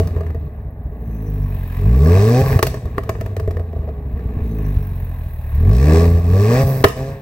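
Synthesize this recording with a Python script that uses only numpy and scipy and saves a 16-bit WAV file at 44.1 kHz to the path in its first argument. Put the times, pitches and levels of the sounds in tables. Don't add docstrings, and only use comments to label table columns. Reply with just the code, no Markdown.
import sys
import numpy as np
from scipy import signal
from scipy.fft import rfft, irfft, next_fast_len
from scipy.io import wavfile
from scipy.ndimage import uniform_filter1d, map_coordinates

SR = 44100
rng = np.random.default_rng(int(sys.argv[2]) if len(sys.argv) > 2 else 0)


def transcribe(signal):
    frames = np.atleast_2d(signal).T
    limited = np.clip(frames, -1, 1)
    pcm = np.round(limited * 32767).astype(np.int16)
    wavfile.write(sys.argv[1], SR, pcm)


def undo_db(level):
    steps = np.asarray(level, float) / 20
    return 10 ** steps


N = 317961
TIME = np.arange(N) / SR

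# (frequency [Hz], level [dB])
NIGHT_COLOUR = [(180, -71), (300, -6.5), (426, -4), (512, -5.5), (658, -1), (1350, -20.5), (1950, -19.5),
                (6390, -99), (16300, -75)]
# (frequency [Hz], time [s])
ECHO_T60 = [(200, 0.21), (1500, 0.28), (8000, 0.55), (16000, 0.031)]
# (frequency [Hz], level [dB])
ECHO_LEVEL = [(100, -40), (400, -17), (1500, -13.5), (8000, -9)]
# (frequency [Hz], level [dB])
SPREAD_LEVEL = [(60, -44.5), (250, -82), (600, -63), (1290, 2), (2400, -4.5), (4400, -1.5), (8100, -3),
                (14000, 0.5)]
# (frequency [Hz], phase [radians])
SPREAD_PHASE = [(500, 0.26), (1200, 1.64), (2000, 1), (4000, 1.85), (8000, 0.93), (10500, 0.73),
                (13000, 9.3)]

# (time [s], firing rate [Hz])
FIRING_RATE = [(0, 89.56), (.96, 57.5), (1.72, 43.3), (1.83, 46.51), (1.99, 67.6), (2.41, 133.9),
               (2.59, 130.8), (3.95, 70.36), (4.7, 49.55), (5.56, 35.6), (5.68, 46.64), (5.86, 74.86),
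               (6.0, 84.1), (6.28, 85.25), (6.45, 106.6), (6.61, 136.2), (6.93, 128), (7.09, 136.2)]
# (time [s], level [dB])
BURN_STRENGTH = [(0, -15), (.75, -33), (1.44, -17.5), (1.74, -22.5), (1.88, -8.5), (2.38, -5), (2.6, -17.5),
                 (2.75, -26), (3.45, -22), (4.0, -27.5), (4.7, -18), (5.4, -23.5), (5.68, -9), (6.61, -7),
                 (6.83, -14), (6.93, -27), (7.02, -15.5), (7.21, -31.5)]
# (time [s], level [dB])
AIR_FLOW = [(0, -66), (.75, -86), (1.42, -69), (1.87, -62), (2.2, -46), (2.55, -47.5), (2.81, -69),
            (3.97, -76.5), (4.72, -66.5), (5.38, -71.5), (5.62, -64), (5.96, -44.5), (6.12, -53.5),
            (6.36, -53.5), (6.53, -43.5), (6.93, -56.5), (7.09, -55.5), (7.21, -70)]
# (start [s], end [s], added unevenness [0-1])
THROTTLE_SHUT = [
    (0, 1.0, .65),
    (2.43, 4.42, 0.69),
    (6.14, 6.29, 0.24),
    (6.64, 6.86, 0.31),
    (6.86, 6.96, 0.6),
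]
# (start [s], length [s], afterburn [dB], venting [dB])
PEDAL_LIFTS = [
    (0, 0.071, 7.5, 5),
    (2.421, 0.31, 7, 11.5),
    (6.039, 0.32, 7.5, 2),
    (6.618, 0.34, 2.5, 10.5),
]
# (time [s], half width [s], level [dB])
FUEL_CUTS = [
    (2.433, 0.013, -4.5),
    (2.614, 0.025, -43),
    (6.2, 0.1, -2),
    (6.239, 0.046, -3.5),
    (6.652, 0.017, -4),
    (6.835, 0.0041, -11),
    (6.943, 0.023, -8),
    (7.19, 0.17, -2.5),
]
EVEN, SETTLE_S = 0.19, 0.049

# (frequency [Hz], width [Hz], level [dB])
PIPE_RINGS = [(149.4, 62.6, 1.5), (247.8, 65, 0), (412.9, 62.5, 1.52), (479, 133, -0.5), (613.5, 121, -2),
              (809, 69, -9), (325, 59, -4.5), (1148, 91, -5)]
# (frequency [Hz], width [Hz], level [dB])
MUFFLER_RINGS = [(51.6, 18.5, 3), (80.8, 44, 0.5), (150, 27, -3.5)]
# (frequency [Hz], width [Hz], level [dB])
STANDING_WAVES = [(52.8, 45, -0.5), (99.8, 43.3, 1.5), (152, 40.2, 0), (248.4, 43, -4), (406, 47, -3.5)]
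# (firing rate [Hz], level [dB])
RASP_OFF_PEDAL = [(36, -10.5), (46, -4), (54, 5.5), (75, 1.5), (130, -2.5)]
# (firing rate [Hz], level [dB])
RASP_ON_PEDAL = [(45, 4.5), (66, -2), (84, 3), (105, 0.5), (135, 0)]
UNEVEN_STEP_DB = -16.5
LUG_HZ, LUG_DB = 62, 5
SMEAR_HZ, SMEAR_RADIANS = 63.6, 0.96
RASP_DB, RASP_AIR, RASP_BURN = -29, 0.56, 0.19
RASP_LIFT_DB = -5
BURBLE_DB, BURBLE_BURN = -28, 0.073

# (frequency [Hz], level [dB])
JET_COLOUR = [(530, -8), (900, 4), (1120, 6.5), (1180, -5), (1350, -1), (1480, -4), (1680, 3.5),
              (2220, -4.5), (2550, -1.5), (3200, -21), (4160, -46), (7040, -120)]
# (frequency [Hz], level [dB])
BOOST_COLOUR = [(1880, -55), (3200, -7.5), (3850, -5.5), (5530, -4.5), (6630, -10), (7740, -8), (8410, -11),
                (11000, -24), (14300, -53), (22000, -120)]
# (frequency [Hz], level [dB])
COAST_COLOUR = [(1650, -7), (2800, -2.5), (3880, 2), (4660, -8.5), (5930, -11), (6960, -9.5), (11000, -18),
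                (14300, -5), (22000, -120)]
# (frequency [Hz], level [dB])
TICK_COLOUR = [(5290, -43), (9000, -4.5), (12000, 4.5), (13600, 7.5), (15100, -2), (15800, 7), (16100, -43)]
JET_DB, JET_AIR = -42, 1.016
HISS_LIFT_DB = -3
TICK_DB, TICK_AIR, TICK_SHUT_DB = -51, 0.53, -7.5
TICK_OCTAVE_DB = -4.5

# (time [s], peak [dB], bright crack [dB], hollow body [dB])
PIPE_POPS = [(.002, -37, 2, 20), (0.073, -35, -1.5, 5), (0.164, -30, -20, 4), (.207, -34, -12, 7.5),
             (.266, -36, -11, 3), (0.304, -36.5, -14, -2), (.347, -38, -13, 12), (2.561, -51, -17, 4),
             (2.591, -14.5, -12, 0.5), (2.627, -8.5, -3, -2), (2.668, -27.5, 7.5, 6.5),
             (2.742, -25.5, -11, 1.5), (2.856, -41.5, -2, 13), (2.981, -16, -17, -3.5), (3.035, -38, -3, 2),
             (3.093, -15.5, -11, -1), (3.152, -35, -22, 2), (3.21, -26.5, -7, 1.5), (3.261, -29, -10, 1.5),
             (3.366, -30.5, -6, 7.5), (3.398, -32, -4.5, 7), (3.476, -33.5, -11, 15.5), (3.509, -35, -4, 8),
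             (3.569, -29, -17, 3.5), (3.596, -36.5, -12, 11.5), (4.193, -37, -19, 4), (5.552, -57, 7, 16),
             (6.841, 5, -12.5, -9.5), (6.86, -24, -18, 0.5), (6.884, -29, 3, 1)]
# (start [s], end [s], peak [dB], hollow body [dB])
SPUTTER_RUNS = [
    (.02, .25, -40, 9),
    (2.679, 3.62, -47.5, 9),
    (3.721, 3.92, -50.5, 17.5),
]
# (time [s], peak [dB])
MISFIRES = [(0.351, -16), (.899, -19), (2.42, -4.5), (2.559, 0.5), (2.59, -16), (2.627, -9), (2.857, -13),
            (2.979, -18.5), (3.091, -14.5), (3.48, -9), (3.562, -17.5), (4.138, -10), (4.257, -12.5),
            (4.368, -8), (4.418, -7.5), (4.768, -5), (5.539, -13), (6.149, -12), (6.637, -5), (6.841, -1.5),
            (7.118, -20)]
# (frequency [Hz], level [dB])
BANG_COLOUR = [(470, 10.5), (800, 3), (1160, 12), (1530, -4.5), (1790, 8.5), (2450, -17.5), (2760, -6.5),
               (4000, -51), (5200, -74), (8800, -120)]
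# (frequency [Hz], level [dB])
CRACK_COLOUR = [(2350, 0), (4000, -6.5), (4630, -2.5), (5090, -4.5), (10200, -12), (15200, -4),
                (16300, -8.5)]
POP_T60_S = 0.043
SPUTTER_GAP_S, SPUTTER_SPREAD_DB, SPUTTER_CRACK_DB = 0.026, 2, -14
THUMP_HZ, THUMP_FOLLOWS, THUMP_T60_S = 46.2, 0.38, 0.078

# (time [s], peak [dB])
WHEEL_SLOWS = [
    (1.0, -66.5),
    (4.38, -67),
]
WHISTLE_HZ, SAG_HZ_PER_S, SWELL_S, SWELL_DB = 6370, 1600, 0.62, 16


def unit(x):
    return x / np.sqrt(np.mean(x ** 2) + 1e-20)


def along(points, hz):
    f, v = np.transpose(points)
    return np.interp(np.log(hz + 1), np.log(f + 1), v)


def curve(rows):
    return np.interp(TIME, *np.transpose(rows))


def spans(rows, edge_s):
    flat = sum(h * ((TIME >= a) & (TIME < b)) for a, b, h in rows)
    return uniform_filter1d(flat, max(round(edge_s * SR), 1))


def wobble(rate):
    return map_coordinates(rng.standard_normal(int(N * rate / SR) + 4), [TIME * rate])


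def filtered(x, response):
    n = x.shape[-1]
    m = next_fast_len(n + 8192)
    return irfft(rfft(x, m) * response(np.fft.rfftfreq(m, 1 / SR)), m)[..., :n]


def coloured(x, colour):
    return unit(filtered(x, lambda f: undo_db(along(colour, f))))


def noise(colour, size=N):
    return coloured(rng.standard_normal(size), colour)


def resonances(modes):
    def response(f):
        total = 0
        for k, (centre, width, db) in enumerate(modes):
            ring = 1j * f * width / (centre * centre - f * f + 1j * f * width)
            total = total + (-1) ** k * undo_db(db) * ring
        return total
    return response


def steady(x, seconds):
    return x / np.sqrt(np.abs(uniform_filter1d(x ** 2, round(seconds * SR))) + 1e-12)


def night():
    return undo_db(-47.5) * noise(NIGHT_COLOUR)


def street(x):
    hz, t, z = signal.stft(rng.standard_normal((2, SR // 2)), SR, nperseg=256)
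    dying = undo_db(-60 * t / along(ECHO_T60, hz)[:, None])
    tail = signal.istft(z * dying, SR, nperseg=256)[1]
    tail = tail / np.linalg.norm(tail[0])
    late = np.pad(x, (300, 0))
    wet = signal.fftconvolve(late[None], tail, axes=1)[:, :N]
    return filtered(wet, lambda f: undo_db(along(ECHO_LEVEL, f)))


def turbo():
    start, peak_db = np.transpose(WHEEL_SLOWS)
    near = np.argmin(np.abs(TIME - start[:, None] - SWELL_S / 2), axis=0)
    age = TIME - start[near]
    db = peak_db[near] - SWELL_DB * np.minimum((2 * age / SWELL_S - 1) ** 2, 4)
    hz = WHISTLE_HZ - SAG_HZ_PER_S * age + 260 * wobble(610)
    return undo_db(db + 4.6 * wobble(77)) * np.sin(2 * np.pi * np.cumsum(hz) / SR)


def sputter():
    rows = []
    for start, end, db, body_db in SPUTTER_RUNS:
        times = start + SPUTTER_GAP_S * (np.arange(40) + rng.random(40))
        sizes_db = db + SPUTTER_SPREAD_DB * rng.standard_normal(40)
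        rows += [(s, size, SPUTTER_CRACK_DB, body_db) for s, size in zip(times, sizes_db) if s < end]
    return rows


def pops(rows):
    out, t = np.zeros(N + SR), np.arange(SR // 8) / SR
    body = [(120, -27), (170, -14.5), (300, -10.5), (350, -8.0), (440, 6.0), (550, -18.5),
            (650, 1.5), (900, -55.0), (1500, -63)]

    def fall(k):
        return undo_db(-60 * t / (k * POP_T60_S)) * (1 - np.exp(-t / 0.00013))

    for s, db, crack_db, body_db in rows:
        pop = noise(BANG_COLOUR, len(t)) * fall(0.79)
        pop += undo_db(crack_db) * noise(CRACK_COLOUR, len(t)) * fall(0.7)
        pop += undo_db(body_db) * noise(body, len(t)) * fall(2.09)
        out[round(s * SR):][:len(t)] += undo_db(db + 1.66) * pop
    return out[:N]


def thumps():
    out, t = np.zeros(N + SR), np.arange(SR // 5) / SR
    for s, db in MISFIRES:
        hz = THUMP_HZ + THUMP_FOLLOWS * np.interp(s, *np.transpose(FIRING_RATE))
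        push = -np.sin(2 * np.pi * hz * t) * undo_db(-60 * t / THUMP_T60_S) * (1 - np.exp(-t / 0.0017))
        out[round(s * SR):][:len(t)] += undo_db(db + 3.0) * push
    return out[:N]


def levels(rate_hz, uneven):
    burn, air = curve(BURN_STRENGTH), curve(AIR_FLOW)
    after = spans([(s, s + length, db) for s, length, db, _ in PEDAL_LIFTS], 0.057)
    vent = spans([(s, s + length, db) for s, length, _, db in PEDAL_LIFTS], 0.12)
    lifting = spans([(s, s + length, 1) for s, length, _, _ in PEDAL_LIFTS[1:]], 0.051)
    idling = np.clip(-(burn + 11) / 7, 0, 1)
    orders = []
    for k in (1, 2, 3):
        standing_db = 40 * np.log10(np.abs(resonances(STANDING_WAVES)(k * rate_hz)))
        orders.append(burn + standing_db + (k - 1) * UNEVEN_STEP_DB * uneven)
    orders[1] += LUG_DB * (1 - idling) * np.clip((LUG_HZ - rate_hz) / 12, 0, 1)
    rasp = RASP_DB + RASP_AIR * (air + 60) + RASP_BURN * (burn + 20) + RASP_LIFT_DB * lifting
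    rasp += (1 - idling) * along(RASP_ON_PEDAL, rate_hz) + idling * along(RASP_OFF_PEDAL, rate_hz)
    burble = BURBLE_DB + BURBLE_BURN * (burn + 20) + after
    jet = JET_DB + JET_AIR * (air + 60) + HISS_LIFT_DB * lifting
    boost = air + HISS_LIFT_DB * lifting
    tick = TICK_DB + TICK_AIR * (air + 60) + TICK_SHUT_DB * uneven + vent
    tick += TICK_OCTAVE_DB * idling * np.log2(rate_hz / 70)
    return orders, rasp, burble, jet, boost, tick


def flow():
    return undo_db(sum(db * np.exp(-((TIME - s) / width) ** 4) for s, width, db in FUEL_CUTS))


def by_firing(firing):
    return rng.standard_normal(firing[-1] + 2)[firing]


def valve_ticks(turns, firing):
    strength = undo_db(3 * by_firing(firing) + 8 * (firing % 2))
    snap = uniform_filter1d(np.exp(-4.5 * (turns % 1)) * strength, size=90)
    hiss = noise(TICK_COLOUR)
    bright = filtered(snap * hiss, lambda f: 1 / (1 + (14300 / (f + 1)) ** 30))
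    return unit((0.3 + 0.12 * snap) * hiss + 1.3 * bright)


def tailpipe_gas(gate, size, load):
    def puffs(colour, smooth):
        return coloured((smooth + gate ** 1.6 * size) * rng.standard_normal(N), colour)

    jet = puffs(JET_COLOUR, 0.5 - 0.28 * load) * undo_db(1.5 * wobble(12))
    hiss = np.sqrt(load) * puffs(BOOST_COLOUR, 0.28) + np.sqrt(1 - load) * puffs(COAST_COLOUR, 0.8)
    return jet, hiss * undo_db(wobble(15))


def muffler_burble(firing, uneven):
    stray = (np.diff(firing, prepend=0) > 0) * by_firing(firing) * undo_db(0.45 * wobble(7.7))
    boom = filtered(stray, lambda f: resonances(MUFFLER_RINGS)(f) / (1 + (f / 220) ** 4))
    return (0.74 + 0.33 * uneven) * steady(boom, 0.31)


def pipe_rasp(turns, rate_hz, uneven, gate, size, load):
    def pipe(f):
        return resonances(PIPE_RINGS)(f) ** 2

    def edges(f):
        return (1j * f / (200 + 1j * f)) ** 2 / (1 + (f / 1400) ** 4)

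    drift = [undo_db(3 * wobble(14)) for _ in range(3)]
    steps_hz = np.arange(10000) / 4
    ladder = pipe(steps_hz) / (1 + (steps_hz / 560) ** 6)
    upper = np.zeros(N)
    for k in range(4, 17):
        ringing = ladder[(4 * k * rate_hz).astype(int)]
        upper += drift[k % 3] * np.real(ringing * np.exp(2j * np.pi * k * turns))
    turbulence = (0.38 + gate) * size * rng.standard_normal(N)
    swirl = steady(filtered(turbulence, lambda f: pipe(f) * edges(f)), 0.93)
    rasp = np.sqrt(1 - 0.95 * uneven) * steady(upper, 0.05) * size + np.sqrt(0.08 + 1.3 * uneven) * swirl
    dull = steady(filtered(rasp, lambda f: 0.3 + 1 / (1 + (f / 330) ** 6)), 0.074)
    return load * rasp + (1 - load) * dull


def low_orders(turns, rate_hz, orders_db):
    smear = SMEAR_RADIANS * np.clip((SMEAR_HZ - rate_hz) / 12, 0, 1)
    total = np.zeros(N)
    for k, db in enumerate(orders_db, 1):
        phase = 2 * np.pi * k * turns - 0.99 * (k - 1) - smear * (k - 1) ** 2
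        total += undo_db(db) * np.sqrt(2) * np.cos(phase)
    return total


def engine():
    rate_hz = curve(FIRING_RATE)
    uneven = np.clip(EVEN + spans(THROTTLE_SHUT, SETTLE_S), 0, 1)
    orders_db, rasp_db, burble_db, jet_db, boost_db, tick_db = levels(rate_hz, uneven)
    turns = np.cumsum(rate_hz) / SR
    firing = turns.astype(int)
    cylinder_db = np.array([-0.14, -0.69, -0.94, -1.4])[firing % 4]
    size = uniform_filter1d(undo_db(cylinder_db + 4.3 * uneven * by_firing(firing)), size=300)
    gate = uniform_filter1d(np.exp(-2.5 * (turns % 1)), size=40)
    load = np.clip((boost_db + 65.5) / 11, 0, 1)
    jet, hiss = tailpipe_gas(gate, size, load)
    out = low_orders(turns, rate_hz, orders_db) * size
    out += undo_db(burble_db) * muffler_burble(firing, uneven)
    out += undo_db(rasp_db) * pipe_rasp(turns, rate_hz, uneven, gate, size, load)
    out += undo_db(jet_db) * jet + undo_db(boost_db + 7.5) * hiss
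    out += undo_db(tick_db) * valve_ticks(turns, firing)
    return flow() * out


def road_notch(f):
    dips = 0.66 * np.exp(-((f - 1400) / 90) ** 2) + 0.29 * np.exp(-((f - 3300) / 150) ** 2)
    return 1 - dips - 0.5 * np.exp(-((f - 6900) / 250) ** 2)


def scene():
    car = night() + turbo() + pops(sputter()) + pops(PIPE_POPS) + thumps() + engine()
    z = signal.stft(np.pad(car, (128, 0)), nperseg=256)[2]
    scattered = signal.istft(z * np.exp(2j * np.pi * rng.random(z.shape)), nperseg=256)[1][:N]
    direct = filtered(car, lambda f: undo_db(along(SPREAD_LEVEL, f)) * np.exp(1j * along(SPREAD_PHASE, f)))
    side = 0.7 * direct + 1.05 * filtered(scattered, lambda f: undo_db(along(SPREAD_LEVEL, f)))
    mid = filtered(car, road_notch)
    return np.array([mid + side, mid - side]) + street(mid)


def low_pass(x):
    return signal.sosfilt(signal.butter(12, 16430, fs=SR, output="sos"), x)


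def record(dry):
    clipped = dry / (1 + np.abs(dry) ** 8) ** (1 / 8)
    mix = filtered(clipped, lambda f: f < 16250)
    return low_pass(mix)


dry = scene()
out = record(dry)
transcribe(out)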